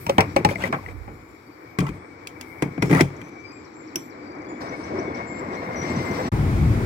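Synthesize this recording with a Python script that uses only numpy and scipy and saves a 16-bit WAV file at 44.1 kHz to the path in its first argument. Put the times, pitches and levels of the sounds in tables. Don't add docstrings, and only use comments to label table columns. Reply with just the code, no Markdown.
import sys
import numpy as np
from scipy import signal
from scipy.fft import rfft, irfft, next_fast_len
from scipy.io import wavfile
from scipy.ndimage import uniform_filter1d

SR = 44100
rng = np.random.default_rng(int(sys.argv[2]) if len(sys.argv) > 2 else 0)


def amplitude_ratio(level_db):
    exponent = np.asarray(level_db, float) / 20
    return 10 ** exponent


def unload_wav(signal):
    wavfile.write(
        sys.argv[1],
        SR,
        np.round(np.clip(np.atleast_2d(signal).T, -1, 1) * 32767).astype(np.int16),
    )


N = 302217
T = np.arange(N) / SR
M = next_fast_len(N)
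HZ = np.fft.rfftfreq(M, 1 / SR)
OUTDOOR_EDGES_HZ = (200, 450, 2650, 8800)

# start in seconds, level in dB, pitch in Hz.
BUBBLES = [
    (4.949, -21.5, 357.5),
    (4.987, -19.5, 348),
    (5.08, -25, 350),
    (5.517, -30.5, 364),
    (5.824, -33, 190),
    (5.903, -22.5, 229),
    (5.972, -20, 177.6),
]


def on_log(table, hz):
    rows = np.array(table)
    return np.interp(np.log(hz + 1), np.log(rows[:, 0] + 1), rows[:, 1])


def walk(rate):
    hold = int(SR / rate)
    steps = np.repeat(rng.standard_normal(N // hold + 1), hold)
    return 1.342 * uniform_filter1d(uniform_filter1d(steps, hold), hold)[:N]


def noise():
    return rng.standard_normal(N)


def ports(near, apart, share, lag, balance_db):
    mix = np.clip(share, 0, 0.98) * HZ ** 3 / (HZ ** 3 + 520 ** 3)
    late = np.exp(-1j * np.pi * HZ * lag / SR * HZ ** 2 / (HZ ** 2 + 450 ** 2))
    direct = np.sqrt(1 - mix) * rfft(near, M)
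    side = np.sqrt(mix) * rfft(apart, M)
    left = (direct + side) * late * amplitude_ratio(balance_db / 2)
    right = (direct - side) / late * amplitude_ratio(-balance_db / 2)
    return irfft(np.array([left, right]), M)[:, :N]


def played(x, colour_db, edges, levels_db, flicker_db, rate):
    spec, out = rfft(x, M) * amplitude_ratio(colour_db), 0
    low = [0 * HZ] + [1 / (1 + (HZ / edge) ** 12) for edge in edges] + [1 + 0 * HZ]
    for k, db in enumerate(levels_db):
        band = irfft(spec * (low[k + 1] - low[k]), M)[:N]
        out = out + band / band.std() * amplitude_ratio(db + flicker_db * walk(rate))
    return out


def columns(rows, fade=0.013, tail=0.017):
    r = np.array(rows)
    s = np.r_[r[0, 0] - fade, r[:, 0], r[-1, 0] + tail]
    return np.array([np.interp(T, s, np.r_[c[0] - 20, c, c[-1] - 20], -140, -140) for c in r.T[1:]])


def layers(rows, table, fade):
    r = np.array(rows)
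    gate = np.interp(T, [r[0, 0] - fade, r[0, 0]], [-20, 0], -100)
    return np.array([row[0] + row[1] * np.interp(T, *r.T) + gate for row in table])


def ring(modes, t, chance):
    m = np.array(modes)
    weight = amplitude_ratio(m[:, 1] + 1.5 * chance[:len(m)])
    decay = 1e-3 ** (t / np.abs(m[:, 2:]))
    phase = 1.19 * chance[8:8 + len(m), None]
    y = (weight[:, None] * decay * np.sin(2 * np.pi * m[:, :1] * t + phase)).sum(0)
    return y / y[:600].std()


def add(out, s, y):
    i = int(s * SR)
    out[i:i + len(y)] += y[:N - i]


def causal(table):
    cepstrum = irfft(on_log(table, np.fft.rfftfreq(512, 1 / SR)) * np.log(10) / 20)
    h = irfft(np.exp(rfft(cepstrum * np.r_[1, 2 * np.ones(255), 1, np.zeros(255)])))
    return h / np.sqrt(np.sum(h ** 2))


def echoes(x, t60):
    h = rng.standard_normal(SR // 2) * 1e-3 ** (T[:SR // 2] / t60)
    return signal.fftconvolve(x, h / np.sqrt(np.sum(h ** 2)))[:N]


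def cabin():
    # time in seconds, level in dB.
    bumps = [
        (6.32, 1),
        (6.708, 5),
        (6.786, -3.5),
        (6.853, -1),
    ]
    # frequency in Hz, level in dB per Hz.
    cabin_colour = [(20, 2), (43, -7), (127, 1), (230, -12.5), (331, -11.5), (533, -25.5), (860, -25),
                    (1890, -33), (2230, -30.5), (2790, -50), (13800, -65)]
    # resting level in dB, share of the bumps.
    cabin_layers = [
        (-19, 0.87),
        (-27.5, -0.1),
        (-46, 0.023),
    ]
    drone_db = 8 / (1 + ((HZ - 52) / 6) ** 2)
    levels = layers(bumps, cabin_layers, 0.044)
    return played(noise(), on_log(cabin_colour, HZ) + drone_db, (200, 2650), levels, 0.32, 30)


def forecourt():
    # time in seconds, stir in dB.
    hand_stir = [(0, 6), (.3, 13.5), (.75, 17.5), (1.0, 11.5), (1.3, 1.5), (2.0, 13), (2.5, 13),
                 (2.7, 23.5), (2.94, 28), (3.33, 9.5)]
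    # frequency in Hz, level in dB per Hz.
    yard_colour = [(45, -13), (96, 4.5), (207, -2), (312, 9.5), (582, -18.5), (1120, -15.5), (1970, -26),
                   (2320, -23), (2730, -45.5), (3600, -47.5), (5600, -45.5), (6500, -56), (7500, -48),
                   (9300, -64), (15100, -59)]
    # resting level in dB, share of the stir, growth in dB per s as the pump spins up,
    # dB gained beside the pump.
    yard_layers = [
        (-60.5, 0.77, -0.54, 12),
        (-56.5, 0.039, 3.5, 11),
        (-53.5, 0.29, 0.88, 4),
        (-66, 0.12, 0.54, 8.5),
    ]
    pump_ready_s, turn_away_s = 4.5, 0.75
    stir = np.interp(T, *np.transpose(hand_stir))
    spin = np.minimum(T, pump_ready_s)
    beside = 1 / (1 + (T / turn_away_s) ** 10)
    levels = [db + share * stir + growth * spin + near * beside for db, share, growth, near in yard_layers]
    return played(noise(), on_log(yard_colour, HZ), OUTDOOR_EDGES_HZ, levels, 1.54, 24.77)


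def whine():
    # time in seconds, pitch in Hz, level in dB.
    whine_curve = [(0, 2260, -81), (1.5, 2240, -67), (2.3, 2260, -58.5), (2.48, 2260, -56),
                   (2.62, 2217, -56), (3.25, 2270, -59), (3.33, 2276, -54), (3.46, 2315, -52.5),
                   (3.52, 2268, -80), (4.301, 2296, -61), (4.7, 2238, -54.5), (5.099, 2210, -48),
                   (5.349, 2150, -46.5), (5.421, 2173, -55.5), (6.0, 2110, -45.5), (6.299, 2030, -49)]
    s, hz, db = np.transpose(whine_curve)
    pitch = np.interp(T, s, hz) + 14 * walk(40)
    level = amplitude_ratio(np.interp(T, s, db) + 3.7 * walk(45))
    return np.sqrt(2) * level * np.sin(2 * np.pi * np.cumsum(pitch) / SR)


def song():
    # start in seconds, length in seconds, start in Hz, end in Hz, level in dB.
    whistles = [(.855, 0.07, 8100, 7900, -65), (0.952, 0.44, 7070, 7300, -67.5),
                (1.46, 0.21, 4640, 4620, -64.5), (1.48, .02, 13800, 14500, -63),
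                (1.5, .05, 13000, 13600, -69), (1.57, .05, 12800, 14300, -70),
                (1.625, .07, 15300, 13750, -65), (1.7, 0.06, 13700, 14200, -62),
                (2.466, 0.071, 2204, 2070, -47), (1.93, 0.12, 3420, 3450, -66),
                (3.174, 0.26, 6000, 6100, -62.5), (3.323, 0.42, 4620, 4600, -74),
                (3.535, .09, 5000, 4920, -64), (4.525, 0.092, 7070, 7250, -60),
                (3.335, 0.053, 3820, 3820, -75), (3.437, 0.09, 4940, 4890, -51),
                (3.501, 0.093, 2480, 2400, -50), (4.197, 0.35, 4700, 4690, -58),
                (4.468, 0.049, 3414, 3380, -59), (4.523, .045, 3460, 3420, -61),
                (5.076, 0.053, 3500, 3400, -55), (5.259, 0.15, 7280, 7546, -47),
                (5.569, 0.025, 4190, 4270, -49), (5.663, 0.041, 3735, 3670, -58)]
    # length in seconds, start, middle and end in Hz.
    shapes = dict(flat=(.085, 7400, 7580, 6800), rise=(.012, 7550, 7900, 8350),
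              arch=(.105, 5500, 7500, 6450), drop=(.042, 6250, 4450, 3900), chip=(.015, 5150, 5650, 6050),
              high=(.026, 8250, 7700, 7450), low=(.011, 6200, 5950, 5550), hook=(.048, 6500, 7150, 5850),
              dip=(.08, 6050, 5800, 6100))
    # start in seconds, level in dB.
    shaped_notes = dict(flat=[(3.52, -55), (3.982, -54.5)], arch=[(3.733, -55)], drop=[(3.646, -49),
                    (3.872, -50), (4.098, -49)], chip=[(4.684, -43), (4.834, -41), (4.987, -36.5),
                    (5.146, -38.5)], high=[(5.897, -45), (6.05, -44.5), (6.196, -47)], low=[(5.551, -48),
                    (5.96, -40), (6.11, -40.5), (6.262, -43)], rise=[(5.876, -51), (6.022, -49),
                    (6.172, -50), (6.27, -45)], hook=[(4.484, -49)], dip=[(5.755, -37.5)])
    level = [(s, n, a, (a + c) / 2, c, db) for s, n, a, c, db in whistles]
    return level + [(s, *shapes[name], db) for name in shaped_notes for s, db in shaped_notes[name]]


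def birds():
    out, waver = np.zeros(N), walk(300)
    throb = np.sin(2 * np.pi * np.cumsum(24 + 6 * walk(12)) / SR) + 0.6 * walk(55)
    for s, length, a, b, c, db in song():
        v, i = np.linspace(-1, 1, int(length * SR)), int(s * SR)
        n = len(v)
        sweep = b + (c - a) / 2 * v + ((a + c) / 2 - b) * v ** 2
        arch = b + np.where(v < 0, a - b, c - b) * np.abs(v) ** 3.6
        one_way = (a - b) * (b - c) > 0
        hz = (sweep if one_way else arch) * (1 + 0.0056 * waver[i:i + n])
        rough_db = 1.8 * waver[N - i - n:N - i]
        beads_db = 5 * min(length / 0.2, 1) ** 2 * throb[i:i + n]
        size = amplitude_ratio(db + rough_db + beads_db) * (hz / hz.max()) ** (5 if c > b else 2.4)
        ends = np.minimum(1, 6 * (1 - np.abs(v)))
        add(out, s, size * np.sin(2 * np.pi * np.cumsum(hz) / SR) * ends)
    echo_db = np.where((T > 3.1) & (T < 4.2), -4, -8)
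    return out + echoes(out * amplitude_ratio(echo_db), 0.55)


def swing():
    # time in seconds, level in dB, left minus right in dB.
    swing_curve = [(.7, -62, 0), (.88, -45, -15), (1.0, -40.5, -23), (1.14, -46, -3), (1.3, -56, -8),
                   (1.78, -86, -5), (1.85, -33.5, 1), (2.05, -55, 5)]
    db, pan_db = columns(swing_curve)
    colour = on_log([(30, -9), (55, 13.5), (110, 11.5), (250, -55.0)], HZ)
    low = played(noise(), colour, (), [db], 1.2, 20.5)
    return low * amplitude_ratio(np.clip(pan_db, -20, 20) * np.array([[0.5], [-0.5]]))


def rustle():
    # time in seconds, peak in dB, fall in dB per s on either side.
    brushes = [
        (0, -50.5, 38),
        (.58, -61.5, 10.5),
        (2.53, -59, 48),
        (3.099, -76, 4),
        (6.14, -55, 23),
    ]
    rest_db = -78
    db = np.max([peak - fall * np.abs(T - s) for s, peak, fall in brushes] + [rest_db + 0 * T], axis=0)
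    colour = on_log([(8000, 6), (10000, -8.0), (13000, -4.5), (16500, -8.5)], HZ)
    return played(noise(), colour, (8800,), [-140, db], 1.8, 35)


def wisps():
    # start in seconds, length in seconds, centre in Hz, width in Hz, level in dB.
    drags = [(0, .03, 13800, 700, -46), (.028, 0.024, 12600, 600, -50), (.565, .07, 7900, 900, -57),
             (0.762, .08, 13200, 1500, -64), (1.0, 0.77, 11600, 400, -78), (1.82, .05, 7500, 2000, -57),
             (1.88, 0.3, 8300, 1200, -70), (2.47, 0.075, 13100, 2000, -64), (2.837, 0.1, 7300, 1800, -52),
             (2.83, 0.12, 5400, 300, -52), (2.912, 0.08, 9900, 900, -46), (3.96, .15, 12200, 700, -62),
             (4.612, 0.086, 5300, 400, -59), (4.617, .06, 8100, 500, -62), (4.755, 0.13, 8300, 1600, -63),
             (.6, 0.097, 1700, 1600, -36.5), (4.9, .2, 556, 300, -35), (0.724, 0.038, 1090, 1200, -32)]
    out = np.zeros(N)
    for s, length, hz, width, db in drags:
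        n = int(length * SR)
        sos = signal.butter(2, (hz - width / 2, hz + width / 2), "band", fs=SR, output="sos")
        band = signal.sosfilt(sos, rng.standard_normal(SR)[:n])
        swell = np.sqrt(np.sin(np.pi * (np.arange(n) / n) ** 0.6) + 1e-9)
        add(out, s, amplitude_ratio(db) * band / band.std() * swell)
    return out


def neck_db():
    # frequency in Hz, width in Hz, gain in dB.
    neck_air = [(310, 31, 2.5), (505, 20, 6), (677, 14, 6), (1070, 260, 6)]
    return sum(db / (1 + ((HZ - hz) / width * 2) ** 2) for hz, width, db in neck_air)


def fuel():
    # time in seconds, flow in dB.
    flow = [(4.02, -8), (4.08, -25), (4.15, -7), (4.59, -2), (4.62, 1.3), (4.72, -1), (4.98, 0.5), (5.3, 0),
            (6.28, 5.5)]
    # frequency in Hz, level in dB per Hz.
    fuel_colour = [(25, -33), (85, 3.5), (303, 1.5), (1090, -9.5), (2140, -14.5), (2880, -29),
                   (4960, -30.5), (5900, -27.5), (6300, -44), (7660, -33), (9260, -42.5), (15100, -40),
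                   (16400, -75)]
    # level in dB at zero flow level, dB per dB of flow, surge in dB with a gulp.
    fuel_layers = [
        (-44, 1.94, 4.5),
        (-40, 1.48, 6),
        (-37.5, 1.35, 1),
        (-69, 1.78, 1.5),
    ]
    surge_s = 0.091
    surge = sum(np.exp(-((T - s) / surge_s) ** 2) * amplitude_ratio(db + 14.0) for s, db, hz in BUBBLES)
    levels = layers(flow, fuel_layers, 0.3) + np.array(fuel_layers)[:, 2:] * surge
    levels[3] += 10.5 * (T > 4.605)
    levels[3] += 4 * (T > 5.82)
    return played(noise(), on_log(fuel_colour, HZ) + neck_db(), OUTDOOR_EDGES_HZ, levels, 2.23, 40)


def gulps():
    out, t = np.zeros(N), np.arange(SR // 10) / SR
    swell = (t / 0.0062) * np.exp(1 - t / 0.0064)
    for s, db, hz in BUBBLES:
        add(out, s - 0.004, amplitude_ratio(db) * np.sin(2 * np.pi * hz * t * (1 + 2.7 * t)) * swell)
    return out


def splashes():
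    # start in seconds, level in dB, fall in dB per s.
    jet_hits = [
        (4.608, -49, 87),
        (4.76, -58, 38),
        (5.148, -52, 299),
    ]
    db = np.max([np.where(T > s, peak - fall * (T - s), -140) for s, peak, fall in jet_hits], axis=0)
    colour = on_log([(2500, -31), (3500, 5), (5500, 8), (8500, -22.5), (9500, -14), (12500, -10.0),
                     (16000, -27)], HZ)
    return played(noise(), colour, (), [db], 1.97, 55)


def rubbing():
    # start in seconds, length in seconds, body in dB,
    # body fall in dB per s, shell in dB.
    shakes = [(0.091, 0.098, -20.5, 192, -23), (0.183, 0.22, -18.5, 127, -10), (0.363, 0.11, -20, 131, -18),
              (0.447, 0.19, -20.5, 140, -21.5), (0.639, 0.079, -27.5, 1, -24),
              (0.727, .14, -22, 278, -20.5), (0.866, 0.15, -51, 11, -64), (1.086, 0.22, -36, 85, -37.5),
              (1.815, 0.3, -24, 123, -42), (2.626, 0.1, -18, 185, -24.5), (2.832, 0.065, -19.5, 58, -36),
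              (2.908, 0.065, -12, 56, -26), (3.01, 0.083, -13.5, 303, -19), (3.104, 0.26, -42, 50, -40)]
    # start in seconds, length in seconds,
    # grit in dB at the start and at the end.
    slides = [(0.489, 0.069, -34, -52), (0.582, 0.061, -47.5, -43), (0.643, 0.033, -40, -37.5),
              (0.728, 0.19, -61, -54), (1.8, 0.18, -48, -62), (2.821, 0.09, -40.5, -52),
              (2.901, 0.12, -35, -33.5), (3.074, 0.22, -59, -59)]
    # frequency in Hz, level in dB per Hz.
    rub_colour = [(55, -46), (135, -5.5), (200, -9), (280, -6), (400, -8.5), (600, -7), (1000, -10.5),
                  (1750, -18), (2350, -14.5), (2800, -25), (16000, -37.5)]
    shell_fall = 293
    slips = (rng.random(N) < 2600 / SR) * rng.standard_normal(N) * amplitude_ratio(1.6 * rng.exponential(size=N))

    def span(s, length, first, last):
        return columns([(s, *first), (s + length, *last)], fade=0.002)

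    body_db, shell_db = np.max([span(s, n, (body, shell), (body - fall * n, shell - shell_fall * n))
                                for s, n, body, fall, shell in shakes], axis=0)
    grit_db = np.max([span(s, n, (a,), (b,))[0] for s, n, a, b in slides], axis=0)
    force_db = np.array([body_db, np.maximum(shell_db, grit_db + 13.5), np.maximum(grit_db, shell_db - 28)])
    force_db = np.minimum(force_db - 4.5, -17)
    return played(slips + 0.13 * noise(), on_log(rub_colour, HZ), (420, 2650), force_db, 2.2, 60)


def pings():
    # start in seconds, pitch in Hz, level in dB, t60 in seconds.
    ring_notes = [(0.182, 3200, -19, 0.0085), (.207, 2260, -23, 0.024), (.4928, 2230, -30, 0.026),
                  (.556, 2135, -29.5, 0.035), (.638, 2014, -23.5, 0.048), (.727, 1050, -22, 0.03),
                  (.743, 1246, -24, 0.036), (.757, 1200, -32, 0.044), (0.786, 1070, -35.5, .03),
                  (.861, 2000, -39, 0.015), (.884, 2160, -40, 0.049), (0.183, 846, -11.5, 0.05),
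                  (1.815, 1190, -31, 0.04), (1.838, 1090, -37, .04), (1.853, 1140, -34, 0.032),
                  (1.8839, 1150, -32, 0.019), (.37, 2400, -23.5, 0.012), (.512, 3320, -41, 0.012),
                  (.73, 1490, -22.5, 0.027), (1.787, 3500, -37, 0.012), (2.625, 2140, -32.5, 0.03),
                  (2.935, 1210, -29, .04), (2.975, 1267, -22, .05), (2.821, 5440, -36, 0.036),
                  (2.897, 1510, -43, .02), (2.912, 1870, -33, 0.022), (2.9265, 2060, -27, 0.03),
                  (2.824, 2160, -23, .03), (2.993, 1120, -27, .03), (2.948, 1970, -25, .02),
                  (2.956, 1850, -27, 0.02), (2.966, 2010, -31, 0.041), (2.993, 1970, -24, .025),
                  (3.006, 2136, -12.5, 0.015), (3.164, 6200, -52, .015), (3.215, 3120, -49, 0.018),
                  (3.957, 3140, -35.5, 0.016), (.096, 837, -20, 0.026), (2.624, 373, -26, 0.044),
                  (3.0093, 329, -9.5, 0.031), (3.955, 330, -31, 0.11), (4.319, 6000, -62, .01),
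                  (4.352, 6080, -61, .01), (4.385, 6000, -62, .01), (4.419, 6040, -58, 0.013),
                  (4.448, 6050, -61, .01)]
    out, t = np.zeros(N), np.arange(SR // 8) / SR
    onset = 1 - np.exp(-t / 0.00094)
    for (s, hz, db, t60), c in zip(ring_notes, rng.standard_normal((len(ring_notes), 16))):
        modes = [(hz, 0, t60), (1.1 * hz, -5, t60), (0.93 * hz, -6, t60)]
        add(out, s, amplitude_ratio(db) * ring(modes, t, c) * onset)
    return out


def blows(hits, thud, colour, knock_t60, tick_t60, tail_db, tail_t60, ring_gain_db):
    # frequency in Hz, level in dB, t60 in seconds.
    spout_ring = [(1600, 31.5, 0.0038), (2010, -5, 0.049), (2208, 12, 0.019), (2260, -19, 0.1),
                  (2400, 2, 0.067)]
    out, t = np.zeros(N), np.arange(SR // 4) / SR
    grit = causal(colour)
    shell = signal.butter(2, (500, 2300), "band", fs=SR, output="sos")
    rattle = 0.00087 ** (t / tick_t60) + amplitude_ratio(tail_db) * 0.0033 ** (t / tail_t60)
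    onset = 1 - np.exp(-t / 0.00092)
    for (s, tick_db, thud_db, knock_db, hz), c in zip(hits, rng.standard_normal((len(hits), 16 + len(t)))):
        c[16] = 4.4
        tick = signal.fftconvolve(c[16:] * rattle, grit)[:len(t)]
        hollow = [(hz, 0, knock_t60), (0.664 * hz, -9, 0.06), (1.5 * hz, -13, 0.06), (2.15 * hz, -9, 0.03)]
        clatter = signal.sosfilt(shell, c[:15:-1]) * 0.00083 ** (t / 0.025)
        knock = ring(hollow, t, c) + amplitude_ratio(-3.0) * clatter
        ring_db = ring_gain_db + np.dot((0.39, 0.2, 0.14), (tick_db, thud_db, knock_db))
        body = ring(thud, t, c) * (1 - np.exp(-t / 0.002))
        metal = (amplitude_ratio(knock_db) * knock + amplitude_ratio(ring_db) * ring(spout_ring, t, c)) * onset
        add(out, s, amplitude_ratio(tick_db - 5) * tick + amplitude_ratio(thud_db) * body + metal)
    return out


def holster_blows():
    # start in seconds, tick in dB, thud in dB, knock in dB, knock pitch in Hz.
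    holster_hits = [(0.0655, -22.5, -28.5, -28.5, 940), (0.0956, -15, -59, -13, 553),
                    (0.1825, -14.5, -12, -14, 850), (0.2066, -11.5, -21, -24, 917),
                    (0.364, -13, -24.5, -10, 548), (0.4487, -10, -15, -10.5, 839),
                    (0.4899, -32.5, -24.5, -30, 397), (0.5108, -32.5, -32, -25, 563),
                    (0.5564, -35, -34, -35, 676), (0.6225, -27.5, -30, -45, 720),
                    (0.6376, -26.5, -28, -25, 560), (0.7262, -29, -39, -23.5, 1092),
                    (0.8604, -55, -51, -44, 1310), (0.8859, -45, -49, -41, 496),
                    (1.078, -56, -37, -38.5, 818)]
    # frequency in Hz, level in dB, t60 in seconds.
    holster_thud = [(77, -22, 0.18), (101, 4, 0.3), (184, 14, 0.076), (301, 13.5, 0.033)]
    # frequency in Hz, level in dB per Hz.
    holster_tick = [(1530, -16.5), (2600, -6), (4350, -16), (5750, -14.5), (6910, -26.5), (7520, -16),
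                    (10700, -30.5), (13900, -26.5)]
    return blows(holster_hits, holster_thud, holster_tick, knock_t60=0.066, tick_t60=0.018,
                 tail_db=-16.0, tail_t60=0.097, ring_gain_db=-5)


def neck_blows():
    # start in seconds, tick in dB, thud in dB, knock in dB, knock pitch in Hz.
    neck_hits = [(1.7868, -21, -13.5, -25.5, 1136), (1.7895, -25, -47, -57, 1900),
                 (1.8015, -30, -60, -48, 1010), (1.8056, -29, -39, -42, 1030), (1.834, -74, -27, -45, 1170),
                 (1.8668, -35.5, -62, -32, 1335), (1.89, -38, -26, -59, 1070),
                 (2.6231, -21, -19.5, -22.5, 483), (2.779, -48, -19.5, -35, 690),
                 (2.8245, -20.5, -14, -24, 960), (2.897, -35, -18.5, -33, 520),
                 (2.9118, -27, -15, -49, 1050), (2.929, -27, -21.5, -23, 574),
                 (2.9484, -25, -9.5, -25, 810), (3.009, -11, -15, -21, 626),
                 (3.215, -41.5, -37.5, -53, 645)]
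    flap_taps = [
        (2.2722, -21, -84, -55, 1280),
        (2.4117, -22.5, -55, -57, 1020),
        (2.586, -48, -70, -60, 990),
    ]
    latch_hits = [
        (3.5187, -47, -53, -56, 940),
        (3.9577, -9, -38.5, -36, 994),
    ]
    # frequency in Hz, level in dB, t60 in seconds.
    neck_thud = [(58.3, -19.5, 0.32), (97, -15, 0.44), (139.3, -0.5, 0.26), (174.1, 0.5, 0.19),
                 (274, 0, 0.11), (321, 6, 0.037), (415, -8.5, 0.076)]
    # frequency in Hz, level in dB per Hz.
    neck_tick = [(1530, -19.5), (2600, -6), (3910, -13), (5750, -9), (7020, -11), (9190, -15),
                 (11800, -21.5), (15200, -20)]
    latch_tick = [(1530, -51), (2600, -16.5), (4740, -29), (5830, 0.5), (7130, -38), (8060, -16.5),
                  (9700, -26.5), (12200, -17), (15900, -35)]
    neck = blows(neck_hits, neck_thud, neck_tick, knock_t60=0.035, tick_t60=0.023,
                 tail_db=-21.0, tail_t60=0.19, ring_gain_db=-4.0)
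    latch = blows(latch_hits, neck_thud, latch_tick, knock_t60=0.01, tick_t60=0.014,
                  tail_db=-21.0, tail_t60=0.17, ring_gain_db=-20)
    taps = blows(flap_taps, neck_thud, neck_tick, knock_t60=0.033, tick_t60=0.008,
                 tail_db=-19.0, tail_t60=0.11, ring_gain_db=-14)
    return neck + latch + taps


def scene():
    # frequency in Hz, left minus right in dB.
    far_ports = [(60, 3.5), (300, 1), (450, 4), (750, 6), (1000, 1), (1650, 6), (2200, 20), (2750, -1),
                 (4500, 8.5), (8000, 4.5), (11000, -1)]
    close_ports = [(60, 1.5), (250, 1), (480, -0.5), (850, 7.5), (1400, 1.5), (2200, 12), (2900, 1),
                   (5000, -1.5), (8000, 0.5), (14000, -1)]
    cabin_ports = [(40, 0), (200, 4.5), (380, 1), (700, 5.5), (1300, 3), (2300, -1), (4400, 3.5),
                   (15000, 3.5)]
    far_db, close_db = on_log(far_ports, HZ), on_log(close_ports, HZ)

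    holster, neck = holster_blows(), neck_blows()
    rings, drag = pings(), wisps()
    close = ports(holster, echoes(holster, 0.03), 0.08, 20, close_db)
    close += ports(neck, echoes(neck, 0.02), 0.36, 8.73, close_db)
    close += ports(rubbing(), rubbing(), 0.32, 12.4, close_db)
    close += ports(rustle(), rustle(), 0.5, 20, -1)
    close += ports(rings, echoes(rings, 0.033), 0.33, 15.6, close_db) + swing()
    close += ports(drag, echoes(drag, 0.03), 0.4, 15, 0)

    wide = ports(forecourt() + whine() + birds(), forecourt(), 0.41, 22.9, far_db)
    wide += ports(fuel() + gulps() + splashes(), fuel() + splashes(), 0.26, 19.8, 0.86 * far_db)
    inside = ports(cabin(), cabin(), 0.37, -17.0, on_log(cabin_ports, HZ))

    outside_end_s, inside_start_s, fade_s = 6.284, 6.3175, 0.011
    fade_out = np.clip((outside_end_s + fade_s - T) / fade_s, 0, 1) ** 2
    fade_in = np.clip((T - inside_start_s) / 0.00093, 0, 1)
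    return (close + wide) * fade_out + inside * fade_in


def band_limit(x):
    return signal.sosfilt(signal.butter(12, 16520, fs=SR, output="sos"), x)


def record(dry):
    bass_cut = signal.butter(4, 40, "high", fs=SR, output="sos")
    held = 1.05 * np.tanh(signal.sosfilt(bass_cut, dry) / 1.05)
    top_cut = signal.ellip(12, 0.3, 70, 15950, fs=SR, output="sos")
    return band_limit(signal.sosfilt(top_cut, held))


dry = scene()
out = record(dry)
unload_wav(out)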